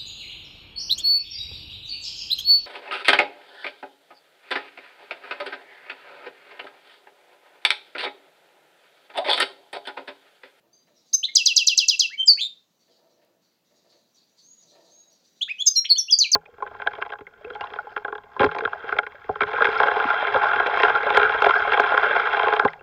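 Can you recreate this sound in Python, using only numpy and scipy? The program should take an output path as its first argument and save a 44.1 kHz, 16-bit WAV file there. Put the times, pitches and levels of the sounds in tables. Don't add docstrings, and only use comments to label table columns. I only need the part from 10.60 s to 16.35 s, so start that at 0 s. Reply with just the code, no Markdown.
import sys
import numpy as np
from scipy import signal
from scipy.io import wavfile
from scipy.ndimage import uniform_filter1d

SR = 44100
rng = np.random.default_rng(int(sys.argv[2]) if len(sys.argv) > 2 else 0)


def persist_wave(psi):
    counts = np.round(np.clip(psi, -1, 1) * 32767).astype(np.int16)
    wavfile.write(sys.argv[1], SR, np.atleast_2d(counts).T)


def natural_amplitude(level_db):
    exponent = np.asarray(level_db, float) / 20
    return 10 ** exponent


N = 253575

# (frequency [Hz], density [dB per Hz])
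HUM_SPECTRUM = [(20, -68.5), (60, -36.5), (110, -17), (190, -3), (300, -8), (550, -9), (900, -16),
                (1700, -19.5), (3200, -20.5), (7000, -27), (9000, -33), (13000, -26), (16000, -23.5)]

# (time [s], level [dB])
CHATTER = [(0, -85), (.14, -74), (.5, -68.5), (2.0, -65), (2.25, -74), (2.7, -88), (2.95, -88), (3.1, -76),
           (3.9, -69.5), (4.8, -68.5)]
# (frequency [Hz], width [Hz], level [dB])
CHATTER_BANDS = [(4050, 700, -4), (4600, 1200, 0), (5250, 500, -7), (5800, 900, -2), (6500, 450, -6)]
# (time [s], peak [dB], low voice [Hz], high voice [Hz], high voice level [dB])
CHIRPS = [(0.3486, -57, 5140, 5620, 2), (0.4594, -60.5, 4800, 6100, 4), (2.199, -62, 4630, 6060, -11.5),
          (2.2994, -62, 4190, 5490, -12.5), (2.4996, -63.5, 4330, 5550, -1.5),
          (2.8192, -63, 4725, 5850, -6), (3.0486, -64, 3960, 5850, -4.5), (3.1483, -62.5, 4840, 5660, -1.5),
          (3.2987, -55, 4503, 6480, -7.5), (3.5508, -51.5, 4730, 5620, -12.5),
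          (3.7797, -51.5, 4580, 6460, -9), (3.9984, -55, 4910, 6070, 5), (4.0789, -50.5, 4150, 5910, -20.5),
          (4.2474, -53, 4140, 6500, -14), (4.4987, -59, 4710, 5880, 6), (4.6478, -60, 4900, 5620, -13),
          (4.7586, -62.5, 4357, 5820, -5.5)]
# (kind, start [s], length [s], from [Hz], to [Hz], level [dB])
WHISTLES = [
    ("ping", .128, .042, 4720, 4800, -51),
    ("ping", .128, .042, 6080, 6500, -50),
    ("far", 3.81, .22, 5800, 6720, -47.5),
    ("far", 4.29, .21, 6100, 6600, -47.5),
    ("sag", 4.36, 0.12, 4040, 3850, -60),
    ("slide", 2.19, .05, 4500, 4500, -64),
    ("climb", 2.25, .1, 4200, 2850, -67),
]

# (time [s], peak [dB], brightness [dB])
KNOCKS = [(0.019, -61.5, -23), (0.269, -61, -4.5), (0.599, -69, -15), (0.713, -64.5, -12),
          (0.919, -61.5, 2), (1.034, -61.5, -4), (1.139, -64, 0), (1.245, -71, -15), (2.276, -58.5, -11.5),
          (2.38, -59, -18), (2.43, -58, -16), (2.499, -68.5, -14), (2.57, -64, -15), (2.613, -60, -4.5),
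          (2.68, -64, -15), (3.1, -62, -10), (3.241, -59, -11), (3.319, -59, -6), (3.699, -70.5, -13.5),
          (4.025, -63.5, -9), (4.113, -55, -16.5), (4.147, -51, -11), (4.2, -56, -12), (4.27, -66, -15),
          (4.45, -65, -15)]
# (frequency [Hz], width [Hz], level [dB])
KNOCK_BODY = [(345, 45, 0), (485, 30, 4), (540, 30, -2), (595, 24, 5), (657, 30, 3), (620, 200, -3),
              (925, 70, -5), (1200, 60, -13), (1330, 50, -12), (1790, 110, -15)]
# (time [s], peak [dB])
TICKS = [
    (2.6479, -57),
    (4.5295, -53),
]

FALLS = {"short chord": (5, 1, .35, .5, -12, -16), "slide": (2.1, 1, .6, .75, -7, -15),
         "sag": (2.7, 1, .2, .3, -10, -8), "flick": (2.1, 1, .35, .4, -15, -10),
         "plunge": (.8, 1, .45, .85, -9, -3), "ping": (1.1, 1, .2, .3, -8, -14)}
RISES = {"rise": (1.9, 1, .8, .9, -24, -8), "climb": (1.3, 1, .6, .8, -12, -20),
         "scoop": (2.8, 1, .76, .8, -28, -22), "level": (4, 1, .6, .85, -28, -5),
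         "leap": (4.5, 1, .42, .62, -28, -15), "whip": (1.1, 1, .9, .95, -30, -1),
         "jump": (5, 1, .55, .7, -34, -12), "blip": (1.4, 2, .4, .55, -14, -12),
         "far": (2.8, 1.5, .25, .65, -18, -14)}

# (kind, start [s], length [s], from [Hz], to [Hz], level [dB])
UPPER_FIRST = [
    ("whip", .528, .012, 3380, 7600, -16),
    ("short chord", .5355, .025, 6600, 6230, -10),
    ("blip", .638, .011, 4050, 3980, -25),
    ("ping", .651, .011, 4070, 3980, -17),
    ("blip", .737, .008, 6100, 6290, -50),
    ("ping", 1.659, .011, 7850, 7650, -30),
    ("plunge", 1.667, .021, 7750, 5550, -25.5),
]
# (kind, start [s], length [s], from [Hz], to [Hz], level [dB])
UPPER_SECOND = [
    ("ping", 4.823, .011, 4083, 3937, -29),
    ("whip", 4.877, .025, 2330, 2890, -32),
    ("ping", 5.019, .006, 4100, 3900, -28),
    ("whip", 5.243, .016, 1175, 4300, -23),
    ("blip", 5.594, .01, 5950, 6200, -16),
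    ("jump", 5.623, .0095, 2750, 4100, -9),
    ("ping", 5.633, .007, 4120, 4000, -13),
    ("blip", 5.723, .011, 5950, 6130, -19),
]
# (kind, start [s], length [s], from [Hz], to [Hz], level [dB])
LOWER_FIRST = [
    ("short chord", .535, .025, 5500, 5065, -20),
    ("climb", .629, .025, 2769, 3850, -18),
    ("leap", .678, .034, 1920, 2155, -37),
    ("rise", 1.498, .059, 1261, 2316, -35),
    ("ping", 1.627, .016, 3120, 3130, -22),
    ("ping", 1.7305, .01, 4500, 4550, -12),
    ("ping", 1.8065, .05, 4100, 3900, -25),
]
# (kind, start [s], length [s], from [Hz], to [Hz], level [dB])
LOWER_SECOND = [("rise", 4.809, .017, 2582, 3400, -17.5), ("ping", 4.8255, .015, 3330, 3880, -18),
                ("scoop", 4.877, .053, 1292, 2560, -24), ("ping", 5.02, .011, 3430, 3456, -19),
                ("blip", 5.252, .017, 1750, 3373, -24), ("whip", 5.352, .008, 1300, 3000, -38),
                ("level", 5.3555, .012, 2800, 3100, -27), ("leap", 5.3675, .017, 2950, 3480, -23),
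                ("climb", 5.481, .016, 2650, 2950, -28), ("leap", 5.495, .019, 2900, 3370, -21),
                ("flick", 5.586, .012, 7480, 5459, -10), ("slide", 5.601, .025, 5206, 4300, -9.5),
                ("sag", 5.635, .038, 3600, 2320, -23), ("flick", 5.716, .012, 7305, 5573, -12.5),
                ("slide", 5.728, .03, 5318, 4280, -8)]

# (time from its start [s], pitch [Hz], level [dB])
TRILL_UPPER = [(0.0, 8512, -57), (0.003, 7977, -26.5), (0.007, 6944, -16.5), (0.01, 5985, -5),
               (0.015, 5350, -12), (0.022, 4915, -5), (0.027, 4630, -14.5)]
# (time from its start [s], pitch [Hz], level [dB])
TRILL_LOWER = [(0.002, 4877, -38.5), (0.008, 4686, -16.5), (0.02, 3982, -11.5), (0.026, 3666, -28.5),
               (0.031, 3382, -17), (0.047, 2980, -23.5), (0.061, 2730, -20), (0.072, 2656, -22),
               (0.08, 2663, -28.5)]
# (time [s], upper level [dB], lower level [dB], factor on the top of the upper fall)
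TRILL = [
    (.749, 1.5, -.5, 1.025),
    (0.8524, -1.5, 1, .98),
    (.9578, .5, .5, 0.98),
    (1.0643, -1, .5, 0.97),
    (1.1693, -1, 0, 1.01),
    (1.2768, -1, -1, 0.97),
    (1.388, -3, -.5, .98),
]

# (time [s], pitch [Hz], level [dB])
BUZZ_UPPER = [(1.772, 2374, -40), (1.785, 2724, -34), (1.793, 2950, -33), (1.8, 3230, -27),
              (1.808, 3330, -27), (1.815, 3450, -21), (1.825, 3580, -21), (1.85, 3640, -24),
              (1.875, 3650, -27)]
# (time [s], pitch [Hz], level [dB])
BUZZ_LOWER = [(1.77, 1470, -54), (1.778, 2050, -44), (1.79, 2300, -34), (1.8, 2620, -29),
              (1.806, 2800, -32)]
# (time [s], pitch [Hz], level [dB])
STEPPED_DROP = [(1.664, 5700, -45), (1.673, 5200, -28), (1.679, 4960, -10), (1.684, 4890, -5),
                (1.691, 4820, -4.5), (1.698, 4530, -4.5), (1.706, 4485, -6), (1.724, 4487, -11.5),
                (1.731, 4490, -17)]
# (time [s], pitch [Hz], level [dB])
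BEAT_UPPER = [(5.291, 4900, -30), (5.298, 4700, -26), (5.305, 4480, -13), (5.315, 4395, -10),
              (5.324, 4420, -11), (5.332, 4450, -22), (5.337, 4450, -32)]
# (time [s], pitch [Hz], level [dB])
BEAT_LOWER = [(5.296, 4600, -30), (5.303, 4330, -15), (5.312, 4215, -11), (5.322, 4235, -11),
              (5.33, 4270, -20), (5.336, 4270, -32)]
# (time [s], pitch [Hz], level [dB])
QUICK_SAG = [(5.379, 6450, -28), (5.384, 6207, -18), (5.389, 5930, -13), (5.398, 5539, -14),
             (5.404, 5460, -11), (5.412, 5430, -15), (5.424, 5440, -21)]
# (time [s], pitch [Hz], level [dB])
STEEP_DROP = [(5.506, 6600, -32), (5.512, 6080, -18), (5.518, 5420, -17), (5.523, 5120, -11),
              (5.529, 4920, -4.5), (5.534, 4760, -9), (5.54, 4650, -6), (5.545, 4600, -11),
              (5.55, 4600, -20)]
# (time [s], pitch [Hz], level [dB])
CHORD_UPPER = [(5.056, 7800, -46), (5.061, 7420, -27), (5.066, 6760, -14), (5.071, 6410, -9.5),
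               (5.077, 6270, -8), (5.087, 6280, -8), (5.094, 6260, -24)]
# (time [s], pitch [Hz], level [dB])
CHORD_LOWER = [(5.058, 5880, -45), (5.063, 5380, -29), (5.068, 5130, -17), (5.073, 5070, -11.5),
               (5.08, 5020, -11), (5.086, 5030, -11.5), (5.093, 5060, -30)]
# (time [s], pitch [Hz], level [dB])
HELD_UPPER = [(5.153, 5750, -38), (5.159, 5590, -25), (5.167, 5595, -20), (5.174, 5590, -12),
              (5.184, 5590, -12), (5.194, 5590, -12.5), (5.202, 5580, -23)]
# (time [s], pitch [Hz], level [dB])
HELD_LOWER = [(5.151, 4720, -46), (5.158, 4400, -25), (5.165, 4190, -13), (5.174, 4185, -13),
              (5.184, 4170, -18.5), (5.192, 4160, -21), (5.199, 4170, -32)]
# (time [s], pitch [Hz], level [dB])
SWELL = [(1.573, 2900, -45), (1.582, 3090, -32), (1.59, 3110, -29), (1.597, 3130, -20), (1.604, 3110, -17),
         (1.618, 3140, -19), (1.625, 3130, -34)]
# (time [s], pitch [Hz], level [dB])
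SLOW_RISE = [(4.982, 2810, -42), (4.988, 2960, -39), (4.994, 3070, -33), (5.0, 3180, -29),
             (5.006, 3310, -23), (5.013, 3390, -19.5), (5.019, 3440, -24)]

MULTIPLES = [2, 3, 4]
OVERTONES_DB = [-31.5, -42, -47]
MIXES = [(1, -1), (2, -2), (-1, 2), (2, -1), (1, 1), (2, 1), (1, 2)]
MIXES_DB = [-34.5, -41.5, -29, -31, -27, -44, -30]
# (frequency [Hz], gain [dB])
THROAT = [(150, -13), (1000, -10), (3000, 0.5), (4300, 14), (5500, 6), (6500, 14), (8000, -2), (11000, 0),
          (15000, 1.5), (16500, -70)]
# (time [s], depth [0-1])
FLUTTER = [(.55, 0.1), (.645, .3), (.76, 0.09), (1.42, .11), (1.5, .03), (1.79, .07), (1.81, .45),
           (1.87, .2), (4.82, 0.2), (5.07, .08), (5.23, .08), (5.25, .5), (5.275, .4), (5.29, .1),
           (5.75, .08)]
# (time [s], share [0-1])
THROB = [(1.8, 0), (1.815, .9), (1.85, .8), (1.875, .3), (1.88, 0)]
# (time [s], beak [dB], coupling [dB])
BEAK = [(.55, -1.5, 1), (.64, -9, -11), (.69, 2, -11), (.76, -3, -1.5), (1.41, -3.5, -1.5), (1.532, 5, -3),
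        (1.6, -12, -1), (1.7, -5, -2.5), (1.829, 2.5, -8.5), (4.82, -3, -3), (4.885, -9, -12),
        (4.92, -5, -5), (5.0, 4, -3), (5.02, 4, -12), (5.08, -6, -3), (5.2, -2, -3), (5.255, -10, -12),
        (5.3, -8, -5), (5.35, -13, -6), (5.401, 5, 1), (5.53, -9, 0), (5.6, -2, 6.5), (5.64, -16, -3),
        (5.73, -5.5, 5)]

# (frequency [Hz], t60 [s])
ROOM_T60 = [(300, 0.12), (2500, 0.23), (4500, 0.23), (7000, 0.18), (12000, 0.22)]
# (delay [s], level [dB])
ECHOES = [(.0009, -50.5), (.0023, -4.5), (.0041, -11), (.0068, -9), (0.0085, -6.5)]


def evened(x):
    return x / np.sqrt(np.mean(x ** 2) + 1e-20)


def read(points, hz):
    f, value = np.transpose(points)
    return np.interp(np.log(np.abs(hz) + 1), np.log(f + 1), value)


def over_time(points):
    return np.interp(np.arange(N) / SR, *np.transpose(points))


def add(mix, s, sound):
    part = mix[round(s * SR):][:len(sound)]
    part += sound[:len(part)]


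def band(x, hz, width):
    b, a = signal.iirpeak(hz, hz / width, SR)
    return signal.lfilter(b, a, signal.lfilter(b, a, x))


def hum():
    frames, hz = N // 256 + 5, np.fft.rfftfreq(1024, 1 / SR)
    real, imaginary, patches = rng.standard_normal((frames, 513, 3)).T
    patches = uniform_filter1d(patches, 10, 0)
    patches = evened(uniform_filter1d(patches, 20, 1))
    level_db = read(HUM_SPECTRUM, hz)[:, None] + 1.4 * patches
    spectrum = (real + 1j * imaginary) * natural_amplitude(level_db)
    return natural_amplitude(-70) * evened(signal.istft(spectrum, nperseg=1024, noverlap=768)[1][:N])


def tail(t60_scale, start_s):
    taps = np.zeros(SR)
    at = np.arange(0, SR - 20, 20)
    taps[at + rng.integers(0, 20, len(at))] = rng.choice([-1., 1.], len(at))
    taps *= np.clip(np.arange(SR) / SR / start_s, 0, 1)
    hz, t, z = signal.stft(taps, SR, nperseg=128)
    t60_s = t60_scale * read(ROOM_T60, hz)[:, None]
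    out = signal.istft(z * natural_amplitude(-60 * t / t60_s), SR, nperseg=128)[1]
    return out / np.linalg.norm(out)


def note(kind, start_s, length_s, from_hz, to_hz, db):
    bend, turns, swell, hold, onset_db, end_db = (FALLS | RISES)[kind]
    u = np.linspace(0, 1, num=40)
    hz = to_hz + (from_hz - to_hz) * abs(1 - turns * u) ** bend
    swelling_db = onset_db * np.clip(1 - u / swell, 0, 1) ** 2
    sagging_db = end_db * np.clip((u - hold) / (1.01 - min(hold, 1)), 0, 1) ** 1.5
    return np.transpose([start_s + length_s * u, hz, db + (swelling_db + sagging_db)])


def side(sung, edge_s=.002):
    hz, swing = np.full(N, 4000.), np.zeros(N)
    for rows in sung:
        s, f, db = np.transpose(rows)
        at = np.arange(round(s[0] * SR), min(round(s[-1] * SR), N))
        t = at / SR
        hz[at] = uniform_filter1d(np.interp(t, s, f), 90, mode="nearest")
        opening = (t - s[0]) / edge_s
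        closing = (s[-1] - t) / .004 + (at[-1] == N - 1)
        fade = np.sin(np.pi / 2 * np.clip(np.minimum(opening, closing), 0, 1)) ** 2
        level_db = uniform_filter1d(np.interp(t, s, db), 90, mode="nearest")
        swing[at] = np.maximum(swing[at], natural_amplitude(level_db) * fade)
    return hz, swing


def far_whistles():
    out = np.zeros(N)
    for row in WHISTLES:
        hz, swing = side([note(*row)], edge_s=.004)
        out += swing * np.sin(2 * np.pi * np.cumsum(hz) / SR)
    return out


def far_chirps():
    out, t = np.zeros(N), np.arange(1300) / SR
    low_fall = np.cumsum(1.12 - .3 * t / t[-1]) * 2 * np.pi / SR
    high_fall = np.cumsum(1.08 - .17 * t / t[-1]) * 2 * np.pi / SR
    for s, db, low_hz, high_hz, high_db in CHIRPS:
        voices = np.sin(low_hz * low_fall) + natural_amplitude(high_db) * np.sin(high_hz * high_fall)
        add(out, s, natural_amplitude(db + 3.5) * np.hanning(len(t)) * voices)
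    return out


def chatter():
    noise = rng.standard_normal(N)
    swells_db = 3 * evened(uniform_filter1d(rng.standard_normal((len(CHATTER_BANDS), N)), 3000))
    blur = np.zeros(N)
    for (hz, width, db), swell_db in zip(CHATTER_BANDS, swells_db):
        blur += natural_amplitude(db + swell_db) * band(noise, hz, width)
    stirs = np.zeros(N)
    for s, db, *_ in CHIRPS:
        stirs[round(s * SR)] = natural_amplitude(-69 + .5 * (db + 58))
    settle_t60_s = .7
    stirs = signal.lfilter([1], [1, -natural_amplitude(-60 / (settle_t60_s * SR))], stirs)
    return evened(blur) * (natural_amplitude(over_time(CHATTER) - 3.5) + uniform_filter1d(stirs, 800))


def far_birds():
    whistles = far_whistles()
    chirps = far_chirps()
    blur = chatter()
    reverberant = signal.fftconvolve(whistles + chirps, tail(1.8, .01))[:N]
    return natural_amplitude(-7.0) * whistles + natural_amplitude(-6.5) * reverberant + blur


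def knocks():
    out, t = np.zeros(N), np.arange(SR // 2) / SR
    puffs = rng.standard_normal((len(KNOCKS), len(t))) * np.minimum(t / .005, 1)
    for (s, db, bright_db), puff in zip(KNOCKS, puffs):
        ringing = sum(natural_amplitude(gain_db) * band(puff, hz, width) for hz, width, gain_db in KNOCK_BODY)
        body = evened(ringing) * natural_amplitude(-60 * t / .65)
        edge = evened(band(puff, 1700, 2500)) * natural_amplitude(bright_db - 60 * t / 0.32)
        add(out, s, natural_amplitude(db - 2.5) * (body + edge))
    for s, db in TICKS:
        click = evened(np.diff(rng.standard_normal(901)))
        add(out, s, natural_amplitude(db - 6 - 60 * t[:900] / .015) * click)
    return out


def song_notes():
    uppers = [note(*row) for row in UPPER_FIRST + UPPER_SECOND]
    uppers += [BUZZ_UPPER, BEAT_UPPER, QUICK_SAG, STEEP_DROP, CHORD_UPPER, HELD_UPPER]
    lowers = [note(*row) for row in LOWER_FIRST + LOWER_SECOND]
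    lowers += [BUZZ_LOWER, BEAT_LOWER, STEPPED_DROP, CHORD_LOWER, HELD_LOWER, SWELL, SLOW_RISE]
    for s, upper_db, lower_db, top in TRILL:
        upper = np.array(TRILL_UPPER) + [s, 0, upper_db]
        lower = np.array(TRILL_LOWER) + [s, 0, lower_db]
        late_s = np.clip(0.0065 * (s - TRILL[0][0]), 0, .005)
        upper[:2, 1] *= top
        lower[0, 0] += late_s
        upper[0, 0] += late_s / 2
        uppers.append(upper)
        lowers.append(lower)
    return uppers, lowers


def syrinx_side(sung, throb):
    hz, swing = side(sung)
    notch_db = -10 * np.exp(-((hz - 5350) / 190) ** 2)
    swing = swing * natural_amplitude(notch_db)
    depth = over_time(FLUTTER)
    shake = evened(band(rng.standard_normal(N), 220, 180))
    hz = hz * (1 + .06 * depth * shake)
    swing = swing * np.clip(1 + 0.41 * depth * np.roll(shake, 40), 0, 3)
    hz = hz * (1 + .025 * throb)
    swing = swing * (1 + .6 * np.roll(throb, 60))
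    return hz, swing, 2 * np.pi * np.cumsum(hz) / SR


def goldfinch():
    s, *lifts = np.transpose(BEAK)
    beak_db, coupling_db = (np.interp(np.arange(N) / SR, s, lift) for lift in lifts)
    throb_hz = 118
    throb = over_time(THROB) * np.sin(2 * np.pi * throb_hz * np.arange(N) / SR)
    voices = [syrinx_side(sung, throb) for sung in song_notes()]
    (upper_hz, upper, upper_turn), (lower_hz, lower, lower_turn) = voices
    song = upper * np.sin(upper_turn) + lower * np.sin(lower_turn)
    for hz, swing, turn in voices:
        for k, db in zip(MULTIPLES, OVERTONES_DB):
            song += swing * natural_amplitude(db + beak_db + read(THROAT, k * hz)) * np.sin(k * turn)
    both = np.sqrt(upper * lower)
    for (m, n), db in zip(MIXES, MIXES_DB):
        gain_db = db + coupling_db + read(THROAT, m * upper_hz + n * lower_hz)
        song += both * natural_amplitude(gain_db) * np.sin(m * upper_turn + n * lower_turn)
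    return song


def room(x):
    close = np.zeros(600)
    close[0] = 1
    for s, db in ECHOES:
        close[round(s * SR)] += natural_amplitude(db - 14)
    turn = 2 * np.pi * 2.3 * np.arange(N) / SR
    tails = np.zeros(N)
    for facing in (np.sin(turn), np.cos(turn)):
        tails += signal.fftconvolve(x * facing, tail(1.14, .008))[:N]
    return signal.fftconvolve(x, close)[:N] + natural_amplitude(-11) * tails


def scene():
    return (hum() + far_birds() + knocks() + natural_amplitude(1.5) * room(goldfinch()))[None]


def band_limit(x):
    return signal.sosfilt(signal.butter(12, 15810, fs=SR, output="sos"), x)


def record(dry):
    lopsided = signal.sosfilt(signal.butter(3, 105, "high", fs=SR, output="sos"), dry ** 2)
    bent = dry + natural_amplitude(-41.5) * lopsided - natural_amplitude(-31.5) * dry ** 3
    power_db = 10 * np.log10(abs(uniform_filter1d(dry[0] ** 2, 900)) + 1e-12)
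    fall = np.arange(N) * 11.0 / SR
    held_db = np.maximum.accumulate(power_db + fall) - fall
    over_db = np.maximum(held_db + 30.0, 0)
    dip_db = 0.07 * uniform_filter1d(over_db, 900)
    return band_limit(bent / natural_amplitude(dip_db))


dry = scene()
out = record(dry)
persist_wave(out)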